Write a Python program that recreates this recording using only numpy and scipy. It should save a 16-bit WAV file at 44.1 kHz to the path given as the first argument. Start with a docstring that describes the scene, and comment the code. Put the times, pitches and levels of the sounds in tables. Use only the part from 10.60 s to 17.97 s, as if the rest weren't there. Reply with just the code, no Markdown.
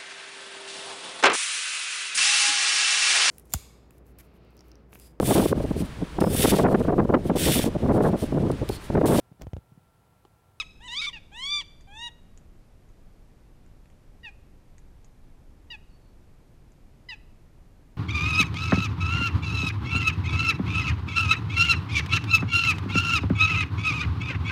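"""A goshawk calls in a wood: drawn-out rising wails, one cracking into two pitches, and short falling notes.
Its syrinx makes a stack of harmonics, filtered by the resonances of throat and beak.
Trunks reflect the voice and the wood rings faintly. Dry leaf litter ticks and a small bird
whistles far off, over a low outdoor rumble and a faint hiss."""
import sys
import numpy as np
from scipy import signal
from scipy.fft import rfft, irfft
from scipy.io import wavfile

SR = 44100
rng = np.random.default_rng(int(sys.argv[2]) if len(sys.argv) > 2 else 0)


def bounce(signal):
    """Save signal as a 16-bit WAV file at the path given by the first command-line argument."""
    frames = np.transpose(np.atleast_2d(signal))
    limited = np.clip(frames, -1, 1)
    pcm = np.round(limited * 32767).astype(np.int16)
    wavfile.write(sys.argv[1], SR, pcm)


N = 325017
LEAD = SR // 4   # samples ahead of time zero, where the first wail begins


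def from_db(db):
    """Amplitude ratio of a level in decibels."""
    return 10 ** (np.asarray(db) / 20)


def rms_one(x):
    """Normalisation to unit rms."""
    return x / np.sqrt(np.mean(x ** 2) + 1e-20)


def at_hz(spectrum, hz):
    """Interpolation of a spectrum on a logarithmic frequency axis."""
    points_hz, db = np.transpose(spectrum)
    return np.interp(np.log(np.maximum(hz, 1)), np.log(points_hz), db)


def resonance(hz, centre_hz, half_width_hz):
    """Lorentzian resonance curve of unit height."""
    return 1 / (1 + ((hz - centre_hz) / half_width_hz) ** 2)


def coloured_noise(spectrum, size):
    """Spectral shaping of white noise, at unit rms."""
    hz = np.arange(size // 2 + 1) * SR / size
    return rms_one(irfft(rfft(rng.standard_normal(size)) * from_db(at_hz(spectrum, hz)), size))


def waver(hz, size):
    """Random modulation: low-passed noise of unit rms."""
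    low_pass = signal.butter(2, hz, fs=SR, output="sos")
    return rms_one(signal.sosfilt(low_pass, rng.standard_normal(size + SR // 2)))[-size:]


def phase_of(hz):
    """Phase in radians is the integral of angular frequency."""
    return 2 * np.pi * np.cumsum(hz) / SR


def follow(rows):
    """Linear interpolation of timed rows: sample indices, a 2 ms fade at each end, and the curves."""
    s, *columns = np.transpose(rows)
    at = np.arange(int(s[0] * SR), int(s[-1] * SR))
    fade = np.minimum(np.minimum(at - at[0], at[-1] - at) / (.002 * SR), 1)
    return at, fade, [np.interp(at / SR, s, column) for column in columns]


def place(sound, at):
    """A sound set on the time line at the given samples."""
    out = np.zeros(LEAD + N)
    out[LEAD + at] = sound
    return out


def outdoor_air(level_db=-50.5):
    """Stationary noise whose density falls from a low rumble to a faint hiss."""
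    # Each row: frequency in Hz, relative spectral density in dB.
    spectrum = [(8.8, -24), (15, 2.5), (30, -2.5), (101, -12), (189, -17.5), (343, -23.5), (385, -25),
                (497, -27.5), (741, -31.5), (1130, -36), (1430, -38.5), (1950, -40.5), (2310, -41),
                (3070, -45), (13500, -53.5)]
    return from_db(level_db) * coloured_noise(spectrum, N)


def wood_echo(x, tail_db=-27.5, t60_s=0.71, dull_hz=9060, build_s=0.026):
    """Convolution with reflections from ground and trunks and a decaying tail of diffuse scatter."""
    # Each row: delay in seconds, gain in dB.
    reflections = [(.0031, -21), (0.0102, -13), (.034, -25.5), (0.057, -29.5), (0.074, -40), (0.107, -39)]
    t = np.arange(SR) / SR
    scatter = signal.sosfilt(signal.butter(2, dull_hz, fs=SR, output="sos"), rng.standard_normal(SR))
    scatter *= from_db(-60 * t / t60_s) * (1 - np.exp(-t / build_s))
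    response = from_db(tail_db) * scatter / np.sqrt(np.sum(scatter ** 2))
    for delay_s, db in reflections:
        response[int(delay_s * SR)] += from_db(db)
    return signal.fftconvolve(x, response)[:len(x)]


def far_bird(jitter=0.0049, jitter_hz=60):
    """A thin whistle: a sinusoid under slight random frequency modulation."""
    # Each row: time in seconds, pitch in Hz, level in dB.
    whistle = [(5.295, 4500, -76), (5.315, 4420, -79), (5.355, 4480, -72), (5.39, 4460, -88),
               (5.47, 4390, -78), (5.54, 4530, -90)]
    at, fade, (pitch, level_db) = follow(whistle)
    tone = np.sqrt(2) * np.sin(phase_of(pitch * (1 + jitter * waver(jitter_hz, len(at)))))
    return place(tone * fade * from_db(level_db), at)


def leaf_litter(snap_s=0.00029, crumble_s=0.0088, crumble_db=-18):
    """Impulsive excitation: a dry snap and a brief crumble drive two heavily damped modes."""
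    # Each row: start in seconds, peak level in dB, gain of the crunch mode in dB.
    ticks = [(1.209, -47.5, -2), (1.7754, -42, -8), (2.291, -54.5, -0.5), (3.063, -55.5, 8),
             (3.2577, -53, 12), (3.3013, -53, 8.5), (4.182, -43.5, -8), (4.4455, -47, -8), (6.12, -53, -2)]
    # Each row: frequency in Hz, bandwidth in Hz. The low crunch comes first, then the snap.
    modes = [(1900, 1900), (6700, 1400)]
    resonators = [signal.iirpeak(hz, hz / width, fs=SR) for hz, width in modes]
    t, out = np.arange(SR // 20) / SR, 0
    envelope = np.exp(-t / snap_s) + from_db(crumble_db) * np.exp(-t / crumble_s)
    for start, peak_db, crunch_db in ticks:
        force = rng.standard_normal(len(t)) * envelope
        crunch, snap = [signal.lfilter(b, a, signal.lfilter(b, a, force)) for b, a in resonators]
        tick = snap + from_db(crunch_db) * crunch
        out += place(from_db(peak_db) * tick / np.abs(tick).max(), int(start * SR) + np.arange(len(t)))
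    return out


def rasp(phase):
    """Turbulence noise, coloured by the throat and amplitude-modulated once a cycle."""
    # Each row: frequency in Hz, relative spectral density in dB.
    spectrum = [(500, -33), (1500, -29), (2500, -9), (3700, 6), (5200, 5.5), (8000, -3.5), (13000, -38)]
    return coloured_noise(spectrum, len(phase)) * (1 + 0.72 * np.cos(phase))


def hawk_voice(rows, throat, flutter_db, flutter_hz, shrill_hz, shrill_half_width_hz,
               jitter=0.071, shimmer=0.21, rough_hz=500, rasp_db=-11.5, wobble=.003, wobble_db=0.76):
    """Source and filter: harmonics of the syrinx, weighted by the resonances of throat and beak."""
    at, fade, (pitch, level_db, beak_hz, bright_db, shrill_db, rough) = follow(rows)
    rough, size = np.clip(rough, 0, 1), len(at)
    # unsteady air pressure moves pitch and level together
    pressure = waver(40, size)
    pitch, level_db = pitch * (1 + wobble * pressure), level_db + wobble_db * pressure
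    phase = phase_of(pitch * (1 + jitter * rough * waver(rough_hz, size)))
    k = np.arange(1, 15)[:, None]   # harmonic numbers
    hz = k * pitch
    # brightness tilts the first two octaves of the stack
    colour_db = at_hz(throat, hz) + bright_db * np.minimum(np.log2(k), 2)
    # the beak sets one resonance and opens or shades a shrill one above it
    colour_db += 10 * resonance(hz, beak_hz, half_width_hz=600)
    colour_db += shrill_db * resonance(hz, shrill_hz, shrill_half_width_hz)
    # short wavelengths flutter most as the head moves
    colour_db += flutter_db * np.minimum(hz / 4000, 2) * np.array([waver(flutter_hz, size) for _ in k])
    gains = from_db(colour_db)
    lags = rng.uniform(0, 2 * np.pi, k.shape)
    tone = np.sum(gains * np.cos(k * phase - lags), axis=0) / np.sqrt(np.sum(gains ** 2, axis=0) / 2)
    voice = tone * (1 + shimmer * rough * waver(rough_hz, size)) + from_db(rasp_db) * rough * rasp(phase)
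    return place(voice * fade * from_db(level_db), at)


def hawk_notes(top_s=0.0097, slide_s=.028, release_s=0.014, edge_db=14):
    """Downward frequency glides: after a bright onset each note sags, dulls and roughens."""
    # Each row: start, attack and length in seconds, top and end pitch in Hz, base level in dB, beak
    # resonance in Hz, then base values of brightness in dB per octave, shrillness in dB, roughness 0-1.
    notes = [(0.528, .004, 0.049, 951, 812, -39, 2850, -1.5, -4, .18),
             (3.631, 0.018, 0.058, 958, 808, -39, 2380, -0.5, -6, 0.02),
             (5.101, .004, 0.05, 964, 824, -38.5, 2940, 0.4, 0, 0.06),
             (6.486, 0.0043, 0.053, 1004, 831, -36.5, 2670, 0, 1.5, .08)]
    # Each row: frequency in Hz, relative gain of the throat in dB.
    throat = [(800, -3), (1000, -12), (1250, -8), (1900, 2), (2400, 12.5), (3000, -4), (3600, -0.5),
              (4200, -11.5), (4900, -4.5), (5900, -27), (7000, -23.5), (8500, -40.5), (10500, -33.5),
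              (12500, -40)]
    # Offsets to level, brightness, shrillness and roughness at the two ends of the slide.
    at_top, at_end = (-1, 1.5, 5.5, 0), (-5, -6.5, -7.5, 0.23)
    out = 0
    for start, attack_s, length_s, top_hz, end_hz, level_db, beak_hz, bright_db, shrill_db, rough in notes:
        t = np.linspace(0, length_s + release_s, 200)
        slide = 1 - np.exp(-((t - top_s) / slide_s) ** 2)
        edges = np.maximum(1 - t / attack_s, 0) + np.maximum(t - length_s, 0) / release_s
        sag_db, tilt_db, shade_db, husk = [top + (end - top) * slide for top, end in zip(at_top, at_end)]
        pitch = top_hz + (end_hz - top_hz) * slide
        envelope_db = level_db + sag_db - edge_db * edges
        timbre = beak_hz, bright_db + tilt_db, shrill_db + shade_db, rough + husk
        rows = np.column_stack(np.broadcast_arrays(start + t, pitch, envelope_db, *timbre))
        out += hawk_voice(rows, throat, flutter_db=3, flutter_hz=55.6,
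                          shrill_hz=5000, shrill_half_width_hz=900)
    return out


def hawk_crack(lower_jitter=0.076, upper_jitter=.012, rough_hz=300, shimmer=.4, rasp_db=-17):
    """Biphonation: the two sides of the syrinx fall out of step and make sum and difference tones."""
    # Each row: time in seconds, lower and upper pitch in Hz, level in dB.
    contour = [(.412, 1240, 2350, -39.5), (.417, 1318, 2259, -29), (.432, 1385, 2301, -31.5),
               (.456, 1346, 2244, -30.5), (.467, 1376, 2200, -38), (.472, 1305, 2200, -43)]
    # Each row: multiple of the lower pitch, multiple of the upper pitch; their sum is one tone.
    multiples = [(1, 0), (0, 1), (2, 0), (-1, 2), (1, 1), (0, 2), (2, 1), (-1, 3), (1, 2), (0, 3), (1, 3),
                 (0, 4), (2, 3), (1, 4)]
    # Each entry: relative level of the matching tone in dB.
    tone_db = [-14, 3, -15, -11, -1.5, -8.5, -13, -29, -20, -22.5, -28.5, -31, -39, -26]
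    at, fade, (lower_hz, upper_hz, level_db) = follow(contour)
    size = len(at)
    lower = phase_of(lower_hz * (1 + lower_jitter * waver(rough_hz, size)))
    upper = phase_of(upper_hz * (1 + upper_jitter * waver(rough_hz, size)))
    tones = 0
    for (m, n), db in zip(multiples, tone_db):
        flicker = 1 + shimmer * abs(m) * waver(rough_hz, size)
        tones += from_db(db) * np.cos(m * lower + n * upper) * flicker
    voice = rms_one(tones) + from_db(rasp_db) * rasp(upper)
    return place(voice * fade * from_db(level_db), at)


def wail_timbre(s, pitch, level_db, beak_hz, bright_db, shrill_db, rough,
                full_voice_db=-38.5, shrill_pivot_db=-29):
    """Level-dependent timbre: a wail is dull when soft, shrill when loud."""
    soft_db = np.maximum(full_voice_db - level_db, 0)
    bright_db = bright_db - 0.27 * soft_db
    shrill_db = shrill_db + 2.04 * (level_db - shrill_pivot_db)
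    rough = rough * from_db(0.1 * soft_db)
    return np.column_stack(np.broadcast_arrays(s, pitch, level_db, beak_hz, bright_db, shrill_db, rough))


def wail_arch(start, rise_s, length_s, release_s, start_hz, crest_hz, crest_db, swell_db, lateness,
              beak_hz, bright_db, shrill_db, rough):
    """Vocal effort couples pitch and level: both rise in an arch, then drop as the voice roughens."""
    fall_octaves_per_s, fall_db, rough_per_s = 18, 21.5, 33
    t = np.linspace(0, length_s + release_s, 200)
    effort = 1 - (1 - (np.minimum(t, length_s) / rise_s) ** lateness) ** 2
    released_s = np.maximum(t - length_s, 0)
    pitch = (start_hz + (crest_hz - start_hz) * effort) * 2 ** (-fall_octaves_per_s * released_s)
    soft_onset_db = 3.5 * np.maximum(1 - t / (.11 * rise_s), 0)
    level_db = crest_db - swell_db * (1 - effort) - soft_onset_db - fall_db * released_s / release_s
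    rough = rough + rough_per_s * released_s
    return wail_timbre(start + t, pitch, level_db, beak_hz, bright_db, shrill_db, rough)


def hawk_wails():
    """Upward frequency glides sweep the harmonics through the resonances of throat and beak."""
    # The wail that climbs until it cracks. Each row: time in seconds, pitch in Hz, level in dB.
    climb = [(0.203, 796.9, -57.5), (0.221, 916.6, -52.5), (0.249, 989.1, -47), (0.273, 1000, -46.5),
             (0.285, 896.7, -39), (0.345, 1002, -36.5), (0.365, 1133, -33.5), (0.375, 1152, -28),
             (0.399, 1263, -29), (0.411, 1284, -31.5)]
    # Each row: start, rise, length and release in seconds, start and crest pitch in Hz, crest level and
    # swell in dB, lateness of the rise (1 is none), beak resonance in Hz, then base values of brightness
    # in dB per octave, shrillness in dB, roughness 0-1. In row two the voice catches after the crack.
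    wails = [(-.16, .14, .166, 0.024, 1237, 1284, -26.5, 14, 1.6, 2920, 0, 1.5, .16),
             (.466, 0.0083, 0.021, .018, 1175, 1179, -31, 5, .2, 3332, -1.5, 0, .12),
             (0.716, .228, .287, 0.024, 775, 1182, -28, 25, 1.1, 3266, -0.24, 6.5, 0.079),
             (1.272, 0.18, .209, 0.013, 784, 953.8, -37, 19, 1.66, 3460, -1, 4, .03)]
    # Each row: frequency in Hz, relative gain of the throat in dB.
    throat = [(800, -5.5), (1000, -9.5), (1250, -9.5), (1900, -5.5), (2400, -2), (3000, -6.5), (3600, -2.2),
              (4200, -7), (4900, -9.5), (5900, -12.5), (7000, -17), (8500, -24), (10500, -32),
              (12500, -49.5)]
    contours = [wail_timbre(*np.transpose(climb), beak_hz=3450, bright_db=0.5, shrill_db=6.5, rough=.17)]
    contours += [wail_arch(*row) for row in wails]
    return sum(hawk_voice(rows, throat, flutter_db=2.4, flutter_hz=35,
                          shrill_hz=4750, shrill_half_width_hz=600) for rows in contours)


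def scene():
    """Superposition of the direct sounds, their echoes and the steady background, in mono."""
    direct = hawk_wails() + hawk_crack() + hawk_notes() + leaf_litter() + far_bird()
    among_trees = direct + wood_echo(direct)
    return (among_trees[LEAD:] + outdoor_air())[None]


def record(dry):
    """Band limiting: a steep elliptic low-pass removes the treble above 14 kHz."""
    return signal.sosfilt(signal.ellip(12, .1, 70, 14000, fs=SR, output="sos"), dry)


dry = scene()
out = record(dry)
bounce(out)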